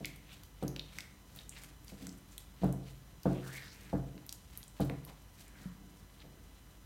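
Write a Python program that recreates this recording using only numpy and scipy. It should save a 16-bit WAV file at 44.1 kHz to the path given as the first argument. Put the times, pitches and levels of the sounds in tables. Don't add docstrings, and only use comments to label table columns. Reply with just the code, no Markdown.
import sys
import numpy as np
from scipy import signal
from scipy.fft import rfft, irfft
from scipy.io import wavfile

SR = 44100
rng = np.random.default_rng(int(sys.argv[2]) if len(sys.argv) > 2 else 0)


def pcm_store(signal):
    levels = np.round(np.clip(np.atleast_2d(signal), -1, 1) * 32767)
    wavfile.write(sys.argv[1], SR, levels.astype(np.int16).T)


N = 302082

STIR_SMEAR_DB = -75


def from_db(db):
    return 10 ** (np.asarray(db) / 20)


def rms_one(x):
    return x / np.sqrt(np.mean(x ** 2) + 1e-20)


def in_time(rows):
    s, *columns = np.transpose(rows)
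    return [np.interp(np.arange(N) / SR, s, c) for c in columns]


def at_hz(points, hz):
    known_hz, values = np.transpose(points)
    return np.interp(np.log(np.maximum(hz, 1)), np.log(known_hz), values)


def coloured(x, spectrum):
    hz = np.linspace(0, SR / 2, N + 1)
    gain = from_db(at_hz(spectrum, hz))
    return rms_one(irfft(rfft(x, 2 * N) * gain)[:N])


def drift(rate):
    knots = rng.standard_normal(int(N / SR * rate) + 2)
    return np.interp(np.arange(N) / SR * rate, np.arange(len(knots)), knots)


def lowpass(x, hz, order=2):
    sos = signal.butter(order, min(hz, SR / 2 - 1), fs=SR, output="sos")
    return signal.sosfilt(sos, x + 1e-18)


def resonance(x, hz, width_hz):
    b, a = signal.iirpeak(min(hz, SR / 2 - 1), hz / min(width_hz, SR / np.pi), fs=SR)
    return signal.lfilter(b, a, x)


def grains(per_s, spread_db):
    size_db = spread_db * np.minimum(rng.exponential(1, N), 4)
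    sizes = from_db(size_db) * rng.choice([-1, 1], N)
    return rms_one(sizes * (rng.random(N) < per_s / SR))


def knocks(rattle=0.018, rattle_s=0.016, thud_db=-6, slap_db=-41, slap_s=0.039, slap_rise_s=0.0014,
           slap_reach=1.9):
    # f/Hz, width/Hz, level/dB
    thud_bands = [(307, 33, 16.5), (540, 60, 15), (714, 117, 11.5)]
    # f/Hz, relative level per hertz/dB
    slap_colour = [(200, -12), (450, 7), (800, 1), (1000, -5), (1500, -7.5), (2300, -23.5), (5000, -22),
                   (15000, -50)]
    out, t = np.zeros(N + SR), np.arange(SR) / SR
    splash = coloured(rng.standard_normal(N), slap_colour)
    slap_shape = from_db(slap_db) * (1 - np.exp(-t / slap_rise_s)) * np.exp(-t / slap_s)
    for s, db, contact_hz in bumps():
        at = int(max(s, 0) * SR)
        chatter = rattle * rng.standard_normal(SR) * np.exp(-t / rattle_s)
        bright_chatter = chatter - lowpass(chatter, 1700, order=1)
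        push = lowpass(signal.unit_impulse(SR) + bright_chatter, contact_hz)
        thud = 0
        for k, (hz, width_hz, level_db) in enumerate(thud_bands):
            thud = thud + (-1) ** k * from_db(level_db + thud_db) * resonance(push, hz, width_hz)
        slap = lowpass(slap_shape * np.roll(splash, at)[:SR], slap_reach * contact_hz)
        ring = bowl(push, scatter_db=1.5, detune=0.022)
        out[at:at + SR] += from_db(db) * (lowpass(thud, 1130) + slap + ring)
    return out[:N]


def bumps():
    # t/s, strength/dB, contact cut-off f/Hz, first rebound relative to the bump/dB
    table_bumps = [(.004, -14, 644, -13.5), (.624, -3, 1030, -16), (.763, -19.5, 2030, -27),
                   (1.361, -29.5, 910, -11), (1.919, -20.5, 890, -14), (2.022, -25, 850, -10),
                   (2.616, -6.5, 328, -26), (2.633, 2.5, 1080, -12.5), (3.255, 3.5, 1620, -11),
                   (3.929, 0.5, 1310, -19.5), (4.142, -16.5, 493, -20), (4.798, 1.5, 1200, -32),
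                   (4.898, -9.5, 700, -26), (6.239, -22.5, 600, -17)]
    rock_s, rebound_loss_db, rebound_dulling = .05, 3.5, 0.71
    hits = []
    for s, db, hz, rebound_db in table_bumps:
        hits.append((s, db, hz))
        for k in range(1, 3):
            level_db = db + rebound_db - (k - 1) * rebound_loss_db
            hits.append((s + k * rock_s, level_db, hz * rebound_dulling ** k))
    return hits


def bowl(force, scatter_db=0, detune=0):
    # f/Hz, level/dB, t60/s
    modes = [(52.4, -43, 0.83), (92.8, -40, 0.59), (133.1, -38.5, 0.8), (152, -39, 0.77),
             (176, -41.5, 0.067), (187, -27.5, 0.22), (209, -31, 0.085), (266.4, -36, 0.24),
             (291.8, -33, 0.14), (305.5, -36, 0.29), (360.4, -47, 0.44), (413, -44, 0.13),
             (439, -37.5, 0.13), (474.2, -30, 0.04), (488.5, -32, 0.11), (500, -49, 0.026),
             (577, -44.5, 0.21), (646, -43, 0.1), (686.3, -40, 0.12), (747.5, -37.5, 0.09),
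             (793, -43, 0.094), (1195, -50.5, 0.11)]
    out = np.zeros(len(force))
    for k, (hz, db, t60) in enumerate(modes):
        shift = 1 + detune * min(hz / 1000, 1) * rng.normal()
        r = from_db(-60 / (t60 * SR))
        w = 2 * np.pi * hz * shift / SR
        ring = signal.lfilter([0, np.sin(w)], [1, -2 * r * np.cos(w), r * r], force)
        out += (-1) ** k * from_db(db + scatter_db * rng.normal()) * ring
    return out


def plops(rise_s=0.00038):
    # t/s, level/dB, f/Hz, t60/s
    lumps = [(1.924, -45.5, 196, 0.23), (2.022, -45.5, 269, 0.25), (2.051, -46.5, 174.7, 0.27),
             (5.657, -34.5, 184.5, 0.14)]
    out, t = np.zeros(N + SR), np.arange(SR // 2) / SR
    for s, db, hz, t60 in lumps:
        at = int(s * SR)
        shape = (1 - np.exp(-t / rise_s)) * np.exp(-np.log(1000) * t / t60)
        out[at:at + len(t)] += from_db(db) * shape * np.sin(2 * np.pi * hz * t)
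    return out[:N]


def drag(smear_db):
    # t/s, rumble level/dB, length/s
    catches = [(2.055, -54, 0.07), (5.785, -59.5, 0.15), (6.288, -64.5, .1)]
    drag_db, follows = -69, 0.44
    gain = from_db(drag_db + follows * (smear_db - STIR_SMEAR_DB))
    for s, db, length in catches:
        gain = gain + from_db(db) * pressure(s, length)
    slips = lowpass(grains(per_s=620, spread_db=6), 430, order=1)
    return gain * rms_one(bowl(slips))


def strokes():
    # t of firmest pressure/s, smear level/dB, wet crackle level/dB, length/s
    wipes = [(0.081, -61, -66, .09), (.33, -60.5, -61.5, .05), (0.634, -59.5, -83, .05),
             (0.972, -58.5, -60.5, .075), (1.378, -61.5, -59.5, .055), (1.569, -58, -60, .05),
             (1.637, -62, -59, .04), (1.896, -59, -54, .025), (2.012, -59, -56.5, .05),
             (2.331, -67, -61, .04), (2.406, -72, -65, .035), (2.643, -55.5, -62.5, .035),
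             (2.882, -61, -60.5, .035), (3.325, -60.5, -60.5, .07), (3.541, -55, -53, .085),
             (3.849, -60.5, -61, .085), (4.548, -60, -62, .06), (4.824, -61, -57, .045),
             (5.095, -59.5, -65, .045), (5.406, -59.5, -57, .035), (5.625, -62.5, -60, .05),
             (6.188, -64.5, -77, 0.061), (6.531, -69.5, -83, .12)]
    stir_crackle_db = -74
    smear_power, crackle_power = from_db(STIR_SMEAR_DB) ** 2, from_db(stir_crackle_db) ** 2
    for s, smear_db, crackle_db, length in wipes:
        press = pressure(s, length)
        smear_power = smear_power + (from_db(smear_db) * press) ** 2
        crackle_power = crackle_power + (from_db(crackle_db) * press) ** 2
    return 10 * np.log10(smear_power), 10 * np.log10(crackle_power)


def pressure(s, length):
    press_share, release_share = 0.88, 1.1
    t = np.arange(N) / SR - s
    away = np.abs(t) / (length * np.where(t < 0, press_share, release_share))
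    return np.exp(-np.minimum(away, 10))


def smear(smear_db, wall_db=-3, flutter_db=4.0):
    # f/Hz, relative level per hertz/dB
    smear_colour = [(300, -7.5), (600, -1.5), (1000, -7.5), (2000, 1), (4000, -1), (6500, -14),
                    (15000, -30)]
    level = from_db(smear_db + wall_db + flutter_db * drift(90))
    return level * coloured(grains(per_s=1800, spread_db=3.0), smear_colour)


def crackle(crackle_db, clump_db=3.0, level_db=-1):
    # f/Hz, relative level per hertz/dB
    bubble_colour = [(2000, -7), (4500, -2.5), (7500, -3), (12000, -5), (16000, -11.5)]
    level = from_db(crackle_db + level_db + clump_db * drift(90))
    return level * coloured(grains(per_s=1400, spread_db=-1.5), bubble_colour)


def smacks(pockets, tear=0.15):
    tear_s, crack_share = 0.0061, 0.54
    out, t = np.zeros(N + SR), np.arange(SR // 20) / SR
    for s, cavity_db, cavity_hz, width_hz, crack_db, crack_hz in pockets:
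        snap = tear * rng.standard_normal(len(t)) * np.exp(-np.pi * t / tear_s)
        snap[0] += 1
        cavity = resonance(resonance(snap, cavity_hz, width_hz), cavity_hz, width_hz)
        crack = resonance(snap, crack_hz, crack_share * crack_hz)
        at = int(s * SR)
        out[at:at + len(t)] += from_db(cavity_db) * cavity / np.abs(cavity).max()
        out[at:at + len(t)] += from_db(crack_db) * crack / np.abs(crack).max()
    return out[:N]


def small_pockets(smear_db, crack_db=-6, width=0.45, crack_ratio=1.04):
    per_s, mean_db, spread_db = 3, -46.5, 5
    low_hz, high_hz = 7040, 13000
    work = np.cumsum(from_db(smear_db / 2))
    draws = rng.random((int(per_s * N / SR), 3))
    s = np.searchsorted(work, draws[:, 0] * work[-1]) / SR
    db = mean_db + spread_db * (2 * draws[:, 1] - 1)
    hz = low_hz * (high_hz / low_hz) ** draws[:, 2]
    return list(zip(s, db, hz, width * hz, db + crack_db, crack_ratio * hz))


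def squelches(flutter_db=2.0):
    # start t/s, end t/s, level/dB, from f/Hz, to f/Hz
    glides = [(0.28, 0.373, -59.5, 2720, 3480), (0.794, .92, -70, 3500, 3400),
              (1.51, 1.66, -62, 3060, 1680), (2.827, 2.92, -69, 3930, 4200),
              (3.33, 3.417, -61.5, 2600, 3020), (3.558, 3.764, -58.5, 3500, 5300),
              (3.686, 3.945, -64, 2440, 1800), (4.795, 4.84, -55.5, 3600, 4000),
              (5.063, 5.13, -59.5, 890, 745), (5.453, 5.77, -66, 2180, 1230),
              (6.226, 6.41, -69.5, 540, 470)]
    # t/s, gap f/Hz, level/dB
    squeeze = [(3.41, 1610, -57), (3.48, 1410, -53.5), (3.568, 2130, -50.5), (3.62, 2000, -51.5),
               (3.676, 1640, -59), (3.7, 1740, -62)]
    glide_width, squeeze_width, squeeze_db = 0.27, 0.14, -1.5
    out = np.zeros(N)
    shear = grains(per_s=1300, spread_db=0.5) * from_db(flutter_db * drift(80))
    for start, end, db, from_hz, to_hz in glides:
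        span = slice(int(start * SR), int(end * SR))
        hz = np.geomspace(from_hz, to_hz, span.stop - span.start)
        swell = np.sin(np.linspace(0, np.pi, len(hz))) ** 0.35
        out[span] += from_db(db) * swell * gap(shear[span], hz, glide_width)
    hz, db = in_time(squeeze)
    span = slice(int(squeeze[0][0] * SR), int(squeeze[-1][0] * SR))
    fade = signal.windows.tukey(span.stop - span.start, .15)
    out[span] += from_db(db[span] + squeeze_db) * fade * gap(shear[span], hz[span], squeeze_width)
    return out


def gap(shear, hz, width):
    turn = np.exp(2j * np.pi * np.cumsum(hz) / SR)
    near = lowpass(shear / turn, width * hz.mean())
    return rms_one(np.real(turn * near))


def kitchen(x, gap_s=.006):
    # f/Hz, level/dB
    walls = [(100, 1), (3500, -7), (6000, -7), (15000, -0.5)]
    # f/Hz, t60/s
    room_t60 = [(100, 0.31), (1000, 0.7), (3500, 0.39), (8000, 0.35), (16000, 0.15)]
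    t = np.arange(SR) / SR
    edges, tail = np.geomspace(60, 17000, 12), 0
    for low, high in zip(edges, edges[1:]):
        sos = signal.butter(2, [low, high], "band", fs=SR, output="sos")
        band = signal.sosfilt(sos, rng.standard_normal(SR))
        hz = np.sqrt(low * high)
        decay = np.exp(-np.log(1000) * t / at_hz(room_t60, hz))
        tail = tail + band * from_db(at_hz(walls, hz)) * decay
    tail = tail * (t > gap_s)
    return signal.fftconvolve(x, tail / np.linalg.norm(tail))[:N]


def background():
    # f/Hz, relative level per hertz/dB
    air_colour = [(15, -46), (25, -6.5), (70, 1.5), (157, -6.5), (545, -20), (1020, -20.5), (1890, -24.5),
                  (2050, -27.5), (2690, -28), (2990, -26.5), (4740, -33.5), (5880, -29), (7510, -33),
                  (13200, -30), (16000, -35)]
    # f/Hz, rms level/dB
    whine_tones = [(1001, -81), (2003, -82.5), (3005, -81.5), (4006, -81.5), (5008, -85.5), (6010, -82.5),
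                   (7011, -83.5), (8013, -92), (9014, -82.5), (11017, -84)]
    air_db, hum_hz, hum_db = -59, 50.4, -60.5
    t = np.arange(N) / SR
    air = from_db(air_db) * coloured(rng.standard_normal(N), air_colour)
    whine = 0
    for hz, db in whine_tones:
        whine = whine + from_db(db) * np.sqrt(2) * np.sin(2 * np.pi * (hz * t + rng.random()))
    hum_level = from_db(hum_db + 2 * drift(5)) * np.sqrt(2)
    hum = hum_level * np.sin(2 * np.pi * hum_hz * t + drift(4))
    return air + whine + hum


def scene(thump_room_db=-12, smack_room_db=-7.5, paste_room_db=-10):
    # t/s, cavity peak level/dB, cavity f/Hz, cavity width/Hz, crack peak level/dB, crack f/Hz
    large_pockets = [(.047, -25, 2900, 1700, -39, 9000), (.056, -29.5, 5560, 5040, -23.5, 9800),
                     (.435, -42, 5000, 6000, -36, 12000), (.68, -33.5, 6140, 1900, -26.5, 11800),
                     (.763, -28.5, 3500, 3530, -36, 11000), (.795, -25.5, 3630, 1410, -39, 9100),
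                     (.986, -30, 2360, 1000, -29, 4370), (1.006, -31.5, 4070, 3000, -39, 11000),
                     (1.362, -36, 12900, 7000, -50, 6000), (1.389, -35.5, 3670, 900, -49, 9000),
                     (1.494, -28, 8500, 4000, -38, 13000), (1.636, -47, 2500, 4000, -34.5, 9100),
                     (1.881, -39.5, 4900, 4000, -46, 9000), (2.069, -43.5, 1630, 1000, -32.5, 7000),
                     (2.093, -38, 6300, 3000, -50, 11000), (2.38, -36.5, 3580, 1400, -25.5, 9400),
                     (2.726, -33.5, 9900, 7000, -54, 5000), (3.233, -38.5, 6040, 5000, -35, 12500),
                     (4.179, -41.5, 2530, 3800, -53, 10000), (4.265, -39, 13000, 5960, -52, 7000),
                     (4.293, -28, 5200, 4000, -31, 8600), (4.326, -28, 6940, 10000, -36, 11000),
                     (4.575, -27, 12300, 7000, -40, 5970), (4.63, -38.5, 4440, 6000, -45, 11100),
                     (4.805, -33.5, 11500, 4000, -46, 6500), (4.898, -30.5, 1670, 2820, -43, 7440),
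                     (5.05, -33.5, 11400, 4000, -43, 5000), (6.203, -48, 3940, 1200, -54, 9000)]
    smear_db, crackle_db = strokes()
    thumps = knocks() + plops() + drag(smear_db)
    paste = smear(smear_db) + crackle(crackle_db) + squelches()
    pops = smacks(large_pockets + small_pockets(smear_db))
    room_send = from_db(thump_room_db) * thumps
    room_send = room_send + from_db(smack_room_db) * pops + from_db(paste_room_db) * paste
    return (thumps + pops + paste + kitchen(room_send) + background())[None]


def record(dry, notch_hz=10600, notch_depth=0.36):
    low_cut = signal.butter(4, 36, "high", fs=SR, output="sos")
    thinned = signal.sosfilt(low_cut, dry)
    ported = thinned - notch_depth * resonance(thinned, notch_hz, 1100)
    top_cut = signal.ellip(10, .1, 70, 16100, fs=SR, output="sos")
    return signal.sosfilt(top_cut, ported)


dry = scene()
out = record(dry)
pcm_store(out)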